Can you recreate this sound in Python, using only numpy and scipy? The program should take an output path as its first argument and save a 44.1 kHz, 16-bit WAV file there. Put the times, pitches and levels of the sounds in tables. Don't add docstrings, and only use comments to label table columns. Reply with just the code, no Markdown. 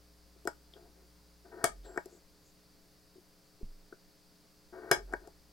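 import sys
import numpy as np
from scipy import signal
from scipy.fft import rfft, irfft
from scipy.io import wavfile

SR = 44100
rng = np.random.default_rng(int(sys.argv[2]) if len(sys.argv) > 2 else 0)


def store_pcm(level_fs):
    pcm = np.round(np.clip(level_fs, -1, 1) * 32767).astype(np.int16)
    wavfile.write(sys.argv[1], SR, np.atleast_2d(pcm).T)


N = 243431
TIME_S = np.arange(N) / SR
RING_S = TIME_S[:SR // 2]


def gain_of(db):
    return 10 ** (np.asarray(db) / 20)


def unit_rms(x):
    return x / np.sqrt(np.mean(x ** 2) + 1e-20)


def curve_at(points, hz):
    point_hz, value = np.transpose(points)
    return np.interp(np.log(hz + 1), np.log(point_hz + 1), value)


def add(mix, start_s, sound):
    part = mix[..., round(start_s * SR):][..., :sound.shape[-1]]
    part += sound[..., :part.shape[-1]]


def panned(x, left_db):
    return x * gain_of([[left_db / 2], [-left_db / 2]])


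def lowpass(x, hz, order=3):
    return signal.sosfilt(signal.butter(order, min(hz, SR / 3), fs=SR, output="sos"), x)


def band(x, hz, width_hz):
    return signal.lfilter(*signal.iirpeak(hz, hz / width_hz, fs=SR), x)


def colour(x, spectrum):
    log_gain = np.log(gain_of(curve_at(spectrum, abs(np.fft.fftfreq(2048, 1 / SR)))))
    taps = np.fft.ifft(np.exp(np.conj(signal.hilbert(log_gain)))).real
    return signal.fftconvolve(x, taps[:len(taps) // 2])[:len(x)]


def ring(modes, t60_scale=1):
    return sum(gain_of(db - 60 * RING_S / (t60_s * t60_scale)) * np.sin(2 * np.pi * hz * RING_S)
               for hz, db, t60_s in modes)


def emphasis(x, hz, boost_db, width_ratio=0.21):
    width_hz = width_ratio * hz
    return x + (gain_of(boost_db) - 1) * band(band(x, hz, width_hz), hz, width_hz)


def hand_shadow(x, left_db=5, cutoff_hz=2300):
    return panned(np.array([x, lowpass(x, cutoff_hz, order=2)]), left_db)


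# freq_hz, relative_db
HISS_SPECTRUM = [(20, -1.5), (60, -12.5), (150, -9.5), (300, -15.5), (700, -19), (1500, -22.5), (3100, -27),
                 (4000, -24), (4700, -17), (5500, -23), (7000, -27), (10000, -28), (15500, -28)]
# freq_hz, correlation
HISS_CORRELATION = [(60, 0.33), (180, 0.85), (550, 0.78), (1650, 0.58), (4970, 0.91), (15000, 0.08)]

def hiss(level_db=-65.5):
    hz = np.fft.rfftfreq(N, 1 / SR)
    left, independent = rfft(rng.standard_normal((2, N)))
    correlation = np.clip(curve_at(HISS_CORRELATION, hz), -1, 1)
    right = correlation * left + np.sqrt(1 - correlation ** 2) * independent
    noise = irfft(np.array([left, right]) * gain_of(curve_at(HISS_SPECTRUM, hz)), N)
    return panned(noise * gain_of(level_db) / noise.mean(0).std(), left_db=0.5)


# time_s, level_db
MAINS_DRIFT = [(0, -63.5), (1.5, -65), (2.5, -74), (4.4, -85), (4.85, -65.5), (5.52, -68)]
# pitch_hz, level_db
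MAINS_OVERTONES = [(180, -74), (300, -75), (420, -78), (540, -81), (660, -86)]

def mains_hum(pitch_hz=60, trim_db=-1):
    drift_db = np.interp(TIME_S, *np.transpose(MAINS_DRIFT))
    hum = gain_of(drift_db + trim_db) * np.sin(2 * np.pi * pitch_hz * TIME_S)
    hum += sum(gain_of(db) * np.sin(2 * np.pi * (hz * TIME_S + rng.random()))
               for hz, db in MAINS_OVERTONES)
    return panned(np.sqrt(2) * hum, left_db=1.5)


# freq_hz, t60_s
ROOM_DECAY = [(100, 0.43), (400, 0.22), (1200, 0.15), (3000, 0.16), (7000, 0.16), (15000, 0.11)]
# freq_hz, relative_db
WALL_SPECTRUM = [(100, -2.5), (400, -3.5), (1200, 3.5), (3000, 6.5), (7000, 3.5), (15000, 1.5)]

def room(x, gap_s=0.0042):
    hz, time_s, noise = signal.stft(rng.standard_normal((2, len(RING_S))), SR, nperseg=256)
    decay_db = curve_at(WALL_SPECTRUM, hz)[:, None] - 60 * time_s / curve_at(ROOM_DECAY, hz)[:, None]
    tail = signal.istft(noise * gain_of(decay_db), SR, nperseg=256)[1][:, :len(RING_S)]
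    tail *= np.clip(RING_S / gap_s - 1, 0, 1)
    return signal.fftconvolve(x, tail / np.linalg.norm(tail[0]), axes=1)[:, :N]


# pitch_hz, level_db, t60_s
BENCH_MODES = [(21, -36, .55), (36, -38, .14), (70, -45, .08), (128, -46, .12), (205, -43, .07)]

def bench(sway_hz=44, swell_s=0.16, bump_s=3.631):
    out = np.zeros(N)
    age = RING_S / swell_s
    sway = age ** 2 * np.exp(1 - age ** 2) * np.sin(2 * np.pi * sway_hz * RING_S)
    for start_s, *_, sway_db in SNAPS:
        add(out, start_s, gain_of(sway_db) * sway)
    add(out, bump_s, ring(BENCH_MODES))
    return panned(out, left_db=-1)


# start_s, rise_s, peak_db
SQUEAK_SWELLS = [(1.838, 0.041, -64), (1.945, 0.035, -71), (2.12, 0.027, -75)]

def squeak(pitch_hz=7660, waver_hz=18):
    hz = pitch_hz + waver_hz * unit_rms(lowpass(rng.standard_normal(N), hz=120))
    whistle = unit_rms(np.sin(2 * np.pi * np.cumsum(hz) / SR))
    envelope = np.zeros(N)
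    for start_s, rise_s, peak_db in SQUEAK_SWELLS:
        age = np.maximum(TIME_S - start_s, 0) / rise_s
        envelope += gain_of(peak_db) * (age * np.exp(1 - age)) ** 1.8
    return panned(envelope * whistle, left_db=3)


# start_s, length_s, level_db, centre_hz
TIP_SLIDES = [(1.829, .06, -66, 3900), (2.082, .12, -70.5, 7000), (2.434, .09, -71, 6900)]

def tip_slides(width_hz=1800):
    out, noise = np.zeros(N), rng.standard_normal(N)
    for start_s, length_s, level_db, centre_hz in TIP_SLIDES:
        friction = unit_rms(band(band(noise, centre_hz, width_hz), centre_hz, width_hz))
        arch = np.sin(np.pi * np.clip((TIME_S - start_s) / length_s, 0, 1))
        out += gain_of(level_db) * arch * friction
    return panned(out, left_db=3)


# pitch_hz, relative_db, t60_s
BODY_MODES = [(123, -9.5, 0.054), (260, -19.5, 0.057), (362, -47.5, .07), (370.7, -0.5, 0.046),
              (422.6, 0.5, 0.038), (519, -5, 0.046), (605, -13.5, 0.1), (673.4, 0.5, 0.038),
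              (839.4, -11, 0.1), (952, -12.5, 0.095), (1217, -30, 0.21), (1314, -4, 0.025),
              (1461, 6, 0.015), (1538, 0.5, 0.023), (1836, -2.5, 0.052), (2241, -6, 0.051)]

def block_blow(hardness_hz, t60_scale=1, gain_db=-9, highpass_hz=230, rise_s=0.0013):
    body = ring(BODY_MODES, t60_scale) * (1 - np.exp(-RING_S / rise_s))
    radiated = signal.sosfilt(signal.butter(2, highpass_hz, "high", fs=SR, output="sos"), body)
    return gain_of(gain_db) * lowpass(radiated, hardness_hz, order=4)


# freq_hz, relative_db
CRACK_SPECTRUM = [(300, -3), (1500, -7), (3000, -10.5), (4200, -10.5), (5200, 0.5), (6200, -1.5), (7600, 0),
                  (9000, -7), (10500, -4), (13000, -8.5), (16000, -16)]
# pitch_hz, relative_db, t60_s
ROD_MODES = [(5160, -5, .06), (5225, -12, .035), (5040, -13, .035), (4150, -16, .03), (3350, -18, .03),
             (5600, -20, .05), (6300, -21, .04), (7500, -15, .03), (10100, -14, .025), (11300, -20, .03)]

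def steel_tick(rod_db, crack_t60_s=0.0094, chatter_db=-20, chatter_t60_s=0.059, noise_db=-2, spread=0.78):
    envelope = gain_of(-60 * RING_S / crack_t60_s) + gain_of(chatter_db - 60 * RING_S / chatter_t60_s)
    shared, *channels = rng.standard_normal((3, len(envelope)))
    crack = np.array([colour(envelope * (shared + spread * own), CRACK_SPECTRUM) for own in channels])
    return gain_of(noise_db) * crack + gain_of(rod_db) * ring(ROD_MODES)


def stroke(start_s, length_s, level_db, swell_db,
           attack_s=0.014, release_s=0.02, breakaway_db=6.5, breakaway_s=0.016):
    age_s = np.maximum(TIME_S - start_s, 0)
    gate = np.minimum(age_s / attack_s, 1) * np.exp(-np.maximum(age_s - length_s, 0) / release_s)
    unstick_db = breakaway_db * np.exp(-age_s / breakaway_s)
    load_db = swell_db * np.minimum(age_s / length_s, 1)
    return gate * gain_of(level_db + unstick_db + load_db)


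# start_s, length_s, level_db, swell_db
PLUNGER_STROKES = [(0.754, 0.14, -59, -7), (0.946, .11, -69.5, 0), (1.443, 0.068, -60.5, 0.5),
                   (1.515, 0.15, -54, 6), (1.838, .13, -56.5, 3), (2.078, .1, -61, -7.5),
                   (4.722, 0.27, -51, 3), (5.073, 0.067, -62.5, 12.5), (5.197, .08, -65.5, 7)]

def grinding(slips_per_s=1500, light_hz=700, hard_hz=1550, firm_db=-47, grip_hz=375, grip_db=3):
    envelope = sum(stroke(*row) for row in PLUNGER_STROKES)
    firmness = np.clip(envelope / gain_of(firm_db), 0, 1)
    slips = rng.standard_normal((2, N)) * (rng.random((2, N)) < slips_per_s / SR)
    blows = [emphasis(block_blow(hz), grip_hz, grip_db) for hz in (light_hz, hard_hz)]
    light, hard = (unit_rms(signal.fftconvolve(train, blow)[:N]) for train, blow in zip(slips, blows))
    return hand_shadow(envelope * (np.sqrt(1 - firmness) * light + np.sqrt(firmness) * hard))


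# start_s, blow_db, hardness_hz, steel_db, emphasis_hz, boost_db
PUNCH_KNOCKS = [(0.361, -43, 590, -75, 397, 4), (0.4531, -22.5, 660, -48, 378, 6),
                (0.4736, -15, 1640, -25, 1398, 8), (0.737, -48, 1500, -59.5, 3350, 37),
                (1.961, -29.5, 1290, -62, 380, 4), (1.975, -15.5, 1960, -39.5, 1670, 5.5),
                (2.058, -29, 596, -43.5, 379, 5.5), (2.125, -39, 505, -68, 383, -3),
                (3.156, -38.5, 446, -80, 377, 7.5), (3.18, -37, 450, -80, 352, 4),
                (3.61, -33.5, 460, -82, 404, 5.5), (3.9247, -28, 608, -83, 1470, 30),
                (5.125, -30, 1390, -50, 770, 13), (5.1356, -16.5, 1870, -41.5, 1623, 8),
                (5.274, -32, 790, -48, 766, 6.5)]

def knocks(grip_t60_scale=0.76, bright_hz=7700, bright_db=6):
    wood, steel = np.zeros(N), np.zeros((2, N))
    for start_s, blow_db, hardness_hz, steel_db, emphasis_hz, boost_db in PUNCH_KNOCKS:
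        blow = block_blow(hardness_hz, grip_t60_scale)
        add(wood, start_s, gain_of(blow_db) * emphasis(blow, emphasis_hz, boost_db))
        add(steel, start_s, gain_of(steel_db) * emphasis(steel_tick(rod_db=-15.5), emphasis_hz, boost_db))
    return hand_shadow(wood) + panned(emphasis(steel, bright_hz, bright_db), left_db=5)


# start_s, blow_db, hardness_hz, steel_db, low_hz, low_boost_db,
# high_hz, high_boost_db, crack_hz, crack_boost_db, rod_db, sway_db
SNAPS = [(1.6403, -11, 2510, -9.5, 694, 5.5, 1250, 6, 8660, 5, -25.5, -47.5),
         (4.9126, -5.5, 2380, -9.5, 393, 5, 1614, 5, 3400, 6, -8.5, -45)]

def snaps(flight_s=0.001768, catch_db=-16, hammer_db=-4, hammer_hz=1700, hammer_width_hz=900,
          shove_hz=300, shove_db=-27, shove_t60_s=0.03):
    wood, steel = np.zeros(N), np.zeros((2, N))
    for (start_s, blow_db, hardness_hz, steel_db, low_hz, low_boost_db,
         high_hz, high_boost_db, crack_hz, crack_boost_db, rod_db, _) in SNAPS:
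        kick = gain_of(blow_db) * emphasis(block_blow(hardness_hz), low_hz, low_boost_db)
        kick = emphasis(kick, high_hz, high_boost_db)
        add(wood, start_s, kick + ring([(shove_hz, shove_db, shove_t60_s)]))
        add(steel, start_s, gain_of(steel_db + catch_db) * steel_tick(rod_db))
        impact_s = start_s + flight_s
        crack = emphasis(steel_tick(rod_db), crack_hz, crack_boost_db, width_ratio=0.54)
        add(wood, impact_s, gain_of(hammer_db) * band(kick, hammer_hz, hammer_width_hz))
        add(steel, impact_s, gain_of(steel_db) * crack)
    return hand_shadow(wood) + panned(steel, left_db=4)


def scene(handling_room_db=-14, snap_room_db=-9):
    handling = knocks() + grinding() + squeak() + tip_slides()
    firing = snaps()
    reflections = room(gain_of(handling_room_db) * handling + gain_of(snap_room_db) * firing)
    return handling + firing + reflections + bench() + hiss() + mains_hum()


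def record(dry):
    ceiling, knee, cutoff_hz = 0.22, 5, 16100
    clipped = dry / (1 + abs(dry / ceiling) ** knee) ** (1 / knee)
    taps = signal.firwin(401, cutoff_hz, window=("kaiser", 8), fs=SR)
    return signal.oaconvolve(clipped, taps[None], "same")


dry = scene()
out = record(dry)
store_pcm(out)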